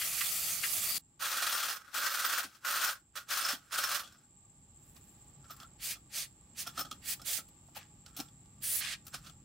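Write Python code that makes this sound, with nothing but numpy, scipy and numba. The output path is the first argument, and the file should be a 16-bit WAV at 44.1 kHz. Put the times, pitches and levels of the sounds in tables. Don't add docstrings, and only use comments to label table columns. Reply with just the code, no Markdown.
import sys
import numpy as np
from scipy import signal
from scipy.fft import rfft, irfft
from scipy.io import wavfile
from scipy.ndimage import uniform_filter1d
from numba import njit

SR = 44100
rng = np.random.default_rng(int(sys.argv[2]) if len(sys.argv) > 2 else 0)


def materialize(psi):
    bounded = np.clip(np.atleast_2d(psi).T, -1, 1)
    quanta = np.round(bounded * 32767).astype(np.int16)
    wavfile.write(sys.argv[1], SR, quanta)


N = 416304
T = np.arange(N) / SR

# time in seconds, rumble in dB, hiss in dB, insects in dB.
OUTSIDE_LEVELS = [(0, -61.5, -71, -78), (.979, -59.5, -58, -76), (1.0, -69, -70, -78), (2.2, -75, -69, -87),
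                  (3.0, -71.5, -71, -80.5), (4.101, -68, -67, -77.5), (4.6, -64, -66, -74.5),
                  (5.1, -61, -61, -72.5), (6.3, -63, -64.5, -74.5), (6.9, -59, -60, -73.5),
                  (7.5, -63, -62.5, -73.5), (9.44, -59, -64, -73.5)]
# frequency in Hz, density in dB per Hz.
TOWN_SPECTRUM = [(15, -24), (25, -17.5), (45, -2), (100, -1), (210, -4), (350, -11), (450, -21),
                 (800, -22.5), (1300, -30), (3000, -28), (6400, -32.5), (9000, -35), (16000, -38.5)]
# frequency in Hz, width in Hz, level in dB.
DRONE_BANDS = [(140, 24, -4), (830, 30, -16), (1170, 30, -21)]
# time in seconds, level in dB.
CHIRP_LEVELS = [(4.38, -100), (4.44, -92), (4.6, -83), (4.64, -100)]
# time in seconds, depth in dB either way.
THROB_DEPTHS = [(3.6, 0), (4.1, 2), (5.2, 4), (5.7, 0.5)]
# full level from and until in seconds, level in dB,
# rise in dB per second, treble in dB.
BRUSHES = [(4.87, 4.93, -70, 150, 9), (4.966, 4.967, -55, 800, 3), (5.04, 5.13, -69.5, 150, 7),
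           (5.17, 5.31, -74, 150, 4), (7.68, 7.7, -72, 170, 4), (7.766, 7.77, -37.5, 1100, -2.5),
           (7.78, 7.82, -45, 1000, -23)]
# start in seconds, level in dB, cup pitch in Hz, 60 dB decay in seconds, kind.
CLINK_EVENTS = [(2.4357, -29, 1520, 0.12, "tick"), (2.44, -50.5, 1530, 0.17, "thud"),
                (3.525, -43, 1530, 0.18, "thud"), (4.033, -40, 1220, 0.23, "nut"),
                (4.0735, -44, 1520, .05, "tick"), (4.123, -50, 1520, 0.064, "screw"),
                (4.1594, -56, 1440, .07, "nut"), (4.9646, -39.5, 1150, 0.033, "tick"),
                (5.442, -48.5, 1280, 0.041, "cup"), (5.498, -45, 1250, 0.069, "cup"),
                (5.5057, -39, 1260, .05, "bolt"), (5.5644, -46, 1190, .038, "bright"),
                (5.6, -38.5, 1230, 0.052, "nut"), (5.617, -52, 1330, 0.063, "cup"),
                (5.63, -39, 1250, 0.032, "cup"), (5.955, -43, 1274, 0.068, "cup"),
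                (6.664, -38, 1330, 0.075, "cup"), (6.67, -29, 1370, .073, "screw"),
                (6.7751, -29.5, 1330, 0.12, "cup"), (6.792, -27, 1270, 0.04, "bolt"),
                (6.8094, -27, 1270, 0.069, "screw"), (6.849, -40.5, 1280, 0.12, "cup"),
                (6.912, -26, 1270, 0.044, "nut"), (6.9247, -34.5, 1240, 0.044, "nut"),
                (7.195, -45, 1300, 0.085, "cup"), (7.216, -36, 1430, .05, "screw"),
                (7.385, -38, 1350, 0.088, "cup"), (7.4844, -50, 1180, 0.05, "bright"),
                (7.685, -58, 1280, .05, "base"), (7.748, -39.5, 1280, .065, "tick"),
                (7.7613, -45, 1270, 0.097, "base"), (8.0618, -32.5, 1490, 0.029, "tick"),
                (8.0784, -49, 1310, .05, "tick"), (8.165, -33, 1330, 0.15, "bright"),
                (8.19, -39.5, 1334, 0.13, "thud"), (8.1998, -25.5, 1350, 0.044, "screw"),
                (8.2846, -52, 1490, 0.049, "nut"), (8.456, -53, 1150, .04, "tick"),
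                (9.0518, -52.5, 1370, .053, "bright"), (9.0668, -35.5, 1340, 0.036, "bright"),
                (9.079, -36, 1390, 0.025, "bright"), (9.1228, -51, 1510, 0.037, "screw"),
                (9.1404, -26, 1540, 0.084, "tick"), (9.1614, -43, 1430, .033, "tick"),
                (9.2449, -42, 1420, .063, "tick"), (9.262, -40.5, 1360, 0.18, "tick"),
                (9.2954, -41, 1290, 0.033, "nut")]
CLINK_KINDS = {"cup": (-3, -4, -18, -25, -15, -14, -12), "tick": (-15, -37, -17, -24, -15, -23.5, -26),
               "nut": (-14, -4, -22, -22, -45, -21, -20), "screw": (-15.5, -23, 1, -23, -1, -19.5, -19),
               "bolt": (-8.5, -23, -4, 4, 0, -16.5, -15), "bright": (-18, -29, -8, -18, 5, -19, -21),
               "thud": (-13, -15, -26, -22, -14, -0.5, -7), "base": (-10, -13, -20, -15, -10, -18, 3.5)}
# full level from and until in seconds, level in dB,
# rise in dB per second, cup ring and bolt ring in dB against that level.
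SLIDES = [(1.195, 1.715, -33.5, 870, -2, -8), (1.79, 1.82, -62, 500, 7, -15),
          (1.865, 1.93, -60, 400, 11.5, -12), (1.96, 2.405, -34, 515, 1, -7.5),
          (2.44, 2.57, -58.5, 500, -1, -19), (2.67, 2.91, -32.5, 606, 1, -6),
          (3.172, 3.175, -36.5, 1200, 1, -7), (3.31, 3.525, -31.5, 790, -3, -9),
          (3.62, 3.71, -64, 500, 4, -20), (3.73, 3.975, -36, 910, -0.5, -8), (4.06, 4.15, -66, 500, 7, -22),
          (4.17, 4.24, -71, 500, -1, -25), (5.45, 5.46, -66.5, 500, 7, -22),
          (5.512, 5.515, -48, 650, -1.5, -6), (5.612, 5.625, -55, 250, 4.5, -6),
          (6.674, 6.676, -42.5, 700, -4, -15), (6.79, 6.8, -37.5, 475, -6, -5),
          (6.912, 6.915, -49, 2500, -4, -20), (8.062, 8.1, -62.5, 1500, -1, -22),
          (8.204, 8.205, -45.5, 393, -1.5, -13), (8.24, 8.3, -71, 500, 0, -20),
          (9.08, 9.081, -55.5, 550, -12, -13), (9.146, 9.148, -39.5, 910, -5, -19),
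          (9.275, 9.28, -52.5, 190, -2.5, -23)]
# time in seconds, level in dB.
THROWS = [(1.2552, -24.5), (1.316, -20), (1.369, -17), (1.422, -16.5), (1.467, -16.5), (1.4946, -27),
          (1.5235, -19), (1.575, -22), (1.6019, -29), (1.6293, -22.5), (1.6854, -25), (1.7265, -22.5),
          (1.761, -28), (1.8064, -49), (1.9446, -23), (1.9775, -25.5), (2.034, -21), (2.064, -22),
          (2.113, -26), (2.142, -19), (2.194, -18), (2.2476, -20), (2.2968, -23), (2.3275, -21.5),
          (2.379, -19.5), (2.432, -23), (2.5268, -51), (2.5472, -47), (2.649, -23), (2.667, -44),
          (2.7048, -23.5), (2.758, -21.5), (2.8133, -21), (2.8435, -18), (3.156, -26), (3.2117, -48),
          (3.289, -29.5), (3.3065, -24), (3.373, -19.5), (3.487, -21), (3.7235, -26.5), (3.7412, -27),
          (3.7805, -15), (3.838, -16.5), (3.89, -21), (3.916, -19.5), (3.9466, -17.5), (3.995, -23)]
# frequency in Hz, density in dB per Hz.
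CRACK_SPECTRUM = [(120, -45), (260, -19), (430, -24), (600, -10), (900, -11.5), (1400, 2), (2000, -6.5),
                  (2700, -6), (4000, -5), (6500, -7.5), (11500, -13), (15500, -14)]
# frequency in Hz before loading, width in Hz, level in dB.
CUP_MODES = [(598, 60, -18), (1170, 70, -10), (1300, 50, -6), (1435, 45, 0), (1530, 55, -2),
             (1890, 100, -13)]
# frequency in Hz, width in Hz, level in dB.
NUT_MODES = [(3330, 160, -4), (5280, 90, 0), (7940, 80, -11), (8960, 110, -4), (12650, 70, -10)]
# frequency in Hz, width in Hz, level in dB.
BOLT_MODES = [(14545, 45, 0), (14640, 60, -3)]
# full flow from and until in seconds, level in dB, rise in dB per second
# before the valve bend, treble in dB, splash in dB, hollow the jet blows across in Hz,
# fall in dB per second before the bend.
PRESSES = [(0, 1.0, -34.5, 500, -4, -32, 7600, 600), (5.862, 5.91, -35, 479, -5, -9, 5630, 598),
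           (6.166, 6.213, -33, 482, -10.5, -14, 6430, 554),
           (6.604, 6.613, -36, 600.5, -9.5, -13.5, 6400, 697),
           (7.101, 7.125, -35.5, 399, -4.5, -10, 8160, 800), (7.287, 7.369, -33, 650, -6, -15, 7500, 603),
           (8.655, 8.787, -36, 701, 1, -12.5, 8300, 601), (8.8, 8.923, -41, 296, -14, 4.5, 2400, 801)]
# frequency in Hz, density in dB per Hz.
OPEN_JET_SPECTRUM = [(180, -33), (300, -29), (634, -4), (946, -16), (1280, -16), (3030, -6.5), (3460, -4.5),
                     (5080, -0.5), (6000, -2.5), (14200, 4.5), (16000, 6)]
# frequency in Hz, density in dB per Hz.
CUP_JET_SPECTRUM = [(150, -52), (250, -28), (386, -16.5), (538, -21.5), (618, -9), (955, -17.5),
                    (1240, -7.5), (1760, -14), (1980, -6.5), (3980, -7.5), (4650, -5), (5930, -7),
                    (8400, -4.5), (14200, 0), (16000, -1)]
# frequency in Hz, width in Hz, level in dB.
EDDY_MODES = [(2400, 400, -6), (3600, 500, -3), (4700, 500, 0), (6200, 700, -2), (8200, 700, 0),
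              (10200, 900, 0), (12500, 1000, 0), (14600, 1000, 0)]
# frequency in Hz, width in Hz, level in dB.
SPLAT_MODES = [(1650, 230, 19), (2140, 224, 0), (3330, 1100, -6)]
# time in seconds, level in dB.
WALL_STRIKES = [(0.02, -10), (0.184, -18), (0.214, -8), (0.641, -6.5)]

TRILL_HZ = 15.42
INSECT_HZ, INSECT_WIDTH_HZ = 7554, 470
BRUSH_FALL_DB_S, SLIDE_FALL_DB_S = 350, 429
SOFT_CUP, SOFT_BOLT = 0.23, -0.43
LOADED_S, LOADED_PITCH = 5.3, .93
INTO_CUP_S = 1.3
SPRAY_BEND = 2.1
WEAK_SPLASH = 0.58
SPRAY_PAN_DB = -2.3
ROOM_T60_S, EARLY_T60_S, ROOM_DB = 0.2, 0.041, -8
STOP_S, STOP_TAIL_DB, STOP_FADE_S = .982, -19, 0.036
TOP_HZ = 15750


def undb(db):
    return 10 ** (np.asarray(db) / 20)


def unit(x):
    return x / np.sqrt(np.mean(x ** 2))


def colour(x, table, size=2048):
    hz, db = np.transpose(table)
    bins_hz = np.arange(size // 2 + 1) * SR / size
    curve_db = np.interp(np.log(bins_hz + 1), np.log(hz), db)
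    cepstrum = irfft(np.log(undb(curve_db)))
    cepstrum[1:size // 2] *= 2
    cepstrum[size // 2 + 1:] = 0
    impulse = irfft(np.exp(rfft(cepstrum)))
    return signal.fftconvolve(x, impulse)[:N]


@njit
def svf(x, hz, width):
    y, band_state, low_state = np.empty(len(x)), 0., 0.
    for i in range(len(x)):
        g, k = np.tan(np.pi * hz[i] / SR), width / hz[i]
        v = (band_state + g * (x[i] - low_state)) / (1 + g * (g + k))
        band_state = 2 * v - band_state
        low_state += 2 * g * v
        y[i] = k * v
    return y


def band(x, hz, width_hz):
    return svf(x, hz + 0 * T, 1. * width_hz)


def lows(x, hz, order):
    return signal.sosfilt(signal.butter(order, hz, fs=SR, output="sos"), x)


def highs(x, hz, order=4):
    return signal.sosfilt(signal.butter(order, hz, "high", fs=SR, output="sos"), x)


def walk(rate):
    k = int(SR / rate)
    steps = np.repeat(rng.standard_normal(N // k + 1), k)
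    return unit(uniform_filter1d(steps, k)[:N])


def grains(share, spread_db):
    hit = rng.random(N) < share
    size_db = spread_db * np.minimum(rng.exponential(1, N), 3)
    return unit(hit * rng.standard_normal(N) * undb(size_db))


def bursts(times, gains, rise_s, decay_s):
    out = np.zeros(N)
    for s, g, d in zip(times, gains, decay_s + 0 * gains):
        i = int(s * SR)
        t = T[:min(SR // 4, N - i)]
        out[i:i + len(t)] += g * (1 - np.exp(-t / rise_s)) * undb(-60 * t / max(d, .005))
    return out


def holds(table, fall_db_s, bend=1):
    rows = np.array(table, float)
    level_db, row = np.full(N, -160.), np.zeros(N, int)
    shapes = np.c_[rows[:, :4], fall_db_s + 0 * rows[:, 0]]
    for k, (start, stop, db, rise, fall) in enumerate(shapes):
        i = slice(max(int(start * SR) - SR // 4, 0), int(stop * SR) + SR // 4)
        under = rise * np.maximum(start - T[i], 0) + fall * np.maximum(T[i] - stop, 0)
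        here = db - 30 * (under / 30) ** bend
        row[i] = np.where(here > level_db[i], k, row[i])
        level_db[i] = np.maximum(here, level_db[i])
    under_db = np.clip(rows[row, 2] - level_db, 0, 30)
    return undb(level_db), under_db, *rows[row, 4:].T


def ring(x, modes, wander, patchy_db, rate=30, pitch=1.):
    out = np.zeros(N)
    for hz, width, db in modes:
        gain = undb(db + patchy_db * walk(rate))
        centre_hz = hz * pitch * (1 + wander * walk(rate))
        out += gain * svf(x, centre_hz, 1. * width) / np.sqrt(width)
    return highs(out, 450, order=2)


def pan(x, db, scatter):
    sides = undb(np.outer([.5, -.5], db))
    return x * (sides + np.outer([1, -1], scatter * walk(150)))


def outside():
    s, *rows = np.transpose(OUTSIDE_LEVELS)
    rumble_db, hiss_db, insect_db = (np.interp(T, s, r) for r in rows)
    low, mid, side = (colour(rng.standard_normal(N), TOWN_SPECTRUM) for _ in range(3))
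    drone = np.zeros(N)
    for hz, width, db in DRONE_BANDS:
        hum = band(rng.standard_normal(N), hz, width) / np.sqrt(width)
        drone += 12.5 * undb(db + 1.2 * walk(12)) * hum
    rumble = lows(low + drone + 0.11 * np.outer([1, -1], side), 220, order=2)
    hiss = highs(mid + drone, 220, order=2) + np.outer([1, -1], highs(side, 450))

    throb_db = np.interp(T, *np.transpose(THROB_DEPTHS))
    beat = np.cos(2 * np.pi * TRILL_HZ * (T - 4.507))
    throb = undb(throb_db * beat + 0.43 * walk(25))
    trill = []
    for _ in range(2):
        chirring = band(grains(0.04, 1.5), INSECT_HZ, INSECT_WIDTH_HZ)
        trill.append(unit(band(chirring, INSECT_HZ, 1.9 * INSECT_WIDTH_HZ)))
    insects = 3.26 * throb * np.array(trill) * undb(insect_db)

    chirp_db = np.interp(T, *np.transpose(CHIRP_LEVELS), left=-150, right=-150)
    chirp = undb(chirp_db) * unit(band(rng.standard_normal(N), 10900, 120))
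    high = hiss * undb(21 + hiss_db) + insects + chirp
    return rumble * undb(21.5 + rumble_db) + high * undb([[-.6], [.6]])


def room(dry):
    t = T[:SR // 3]
    decay = undb(-60 * t / ROOM_T60_S) + 2.4 * undb(-60 * t / EARLY_T60_S)
    tails = rng.standard_normal((2, len(t))) * decay * (t > .0005)
    tails = tails / np.sqrt(np.sum(tails ** 2, axis=1, keepdims=True))
    send = highs(dry.mean(axis=0), 430)
    return undb(ROOM_DB) * signal.fftconvolve(send[None], tails, axes=1)[:, :N]


def rustle():
    gain, _, treble_db = holds(BRUSHES, BRUSH_FALL_DB_S)
    skin = gain * grains(0.35, 5.4)
    body = 0.68 * band(skin, 2000, 2200)
    treble = 0.55 * undb(treble_db) * highs(skin, 7300)
    return pan(body + treble, -2.6, scatter=0.64)


def clinks():
    s, db, cup_hz, decay_s = np.transpose([row[:4] for row in CLINK_EVENTS])
    parts_db = np.transpose([CLINK_KINDS[row[4]] for row in CLINK_EVENTS])
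    touch = grains(.25, 1.7)
    mid, cup, nut, screw, bolt, top, thud, base = (
        touch * bursts(s, undb(db + drive_db), 0.00061, decay_s) for drive_db in (0, *parts_db))
    held_hz = cup_hz[np.maximum(np.searchsorted(s, T) - 1, 0)]
    rings = undb(18.5) * svf(cup, held_hz, 88.0)
    rings += undb(31.5) * ring(nut, NUT_MODES[:1], 0.0056, 1.0)
    rings += undb(26.5) * ring(screw, NUT_MODES[1:2], 0.0031, 1.6)
    rings += undb(36.0) * ring(bolt, BOLT_MODES, 0.0067, 1.5)
    floor_thud = 15.0 * band(band(thud, 276, 64), 114, 165)
    base_knock = 6.2 * band(band(base, 780, 272), 560, 920)
    contact = .5 * band(mid, 3760, 3600) + 0.41 * highs(top, 10000)
    return pan(contact + rings + floor_thud + base_knock, -0.68, scatter=0.27)


def spray():
    flow, under_db, treble_db, splash_db, hollow_hz, fall_db_s = holds(
        PRESSES, np.array(PRESSES)[:, -1], SPRAY_BEND)
    fizz = grains(.5, 1.7)
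    in_cup = unit(colour(fizz, CUP_JET_SPECTRUM))
    in_open = unit(colour(fizz, OPEN_JET_SPECTRUM))
    jet = np.where(T < INTO_CUP_S, in_cup, in_open)
    splash = unit(band(band(jet, 1850, 1900), 1850, 1900))
    hollow = svf(rng.standard_normal(N), hollow_hz * (1 + .08 * walk(18)), 1400.)

    gusts = grains(.5, 1.3)
    eddies = ring(gusts, EDDY_MODES[:5], wander=0.043, patchy_db=5.0, rate=14)
    bright_gusts = gusts * undb(treble_db + 6)
    eddies += ring(bright_gusts, EDDY_MODES[5:], wander=0.043, patchy_db=4.5, rate=14)

    body = lows(jet, 9000, order=4)
    body += 0.97 * undb(treble_db + 1.4 * walk(17)) * unit(highs(jet, 7700))
    body += 0.62 * undb(splash_db + WEAK_SPLASH * under_db) * splash
    body += 0.61 * hollow + 0.4 * unit(eddies)

    s, db = np.transpose(WALL_STRIKES)
    strike = bursts(s - .008, undb(db), 0.011, 0.056)
    wall = unit(ring(rng.standard_normal(N), SPLAT_MODES, .01, 1.5))
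    splat = strike * 0.11 * (wall + splash)
    unsteady = undb(1.17 * walk(40))
    return pan(flow * unsteady * body + splat, SPRAY_PAN_DB + 2.6 * walk(52), scatter=0.34)


def rattle():
    slide, under_db, cup_db, bolt_db = holds(SLIDES, SLIDE_FALL_DB_S)
    cup_db = cup_db + SOFT_CUP * under_db
    bolt_db = bolt_db + SOFT_BOLT * under_db
    s, db = np.transpose(THROWS)
    throws = bursts(s - .003, undb(db), .007, .075)
    jostle = undb(1.2 * walk(70))
    push = .5 * slide * jostle + 0.26 * throws

    snap = 0.23 * highs(throws * grains(0.23, 2.5), 6500)
    blows = push * grains(.04, 2.9)
    pitch = np.where(T < LOADED_S, 1, LOADED_PITCH)
    rings = undb(33.5) * ring(blows * undb(cup_db), CUP_MODES, 0.003, 2.1, pitch=pitch)
    rings += undb(29.0) * ring(blows, NUT_MODES, 0.012, 4.7)
    rings += undb(42.5) * ring(blows * undb(bolt_db), BOLT_MODES, 0.0016, 1.6)
    crack = undb(10) * colour(push * grains(.3, 1.0), CRACK_SPECTRUM)
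    return pan(crack + snap + rings, -0.91, scatter=0.25)


def scene():
    near = spray() + rattle() + clinks() + rustle()
    gate_s = STOP_S + np.array([-.002, .002, STOP_FADE_S, .21, .24])
    gate = np.interp(T, gate_s, [1, undb(STOP_TAIL_DB), 0, 0, 1])
    return gate * (near + room(near)) + outside()


def record(dry):
    soft = .16 * np.tanh(dry / .16)
    return signal.sosfilt(signal.ellip(10, .2, 70, TOP_HZ, fs=SR, output="sos"), soft)


dry = scene()
out = record(dry)
materialize(out)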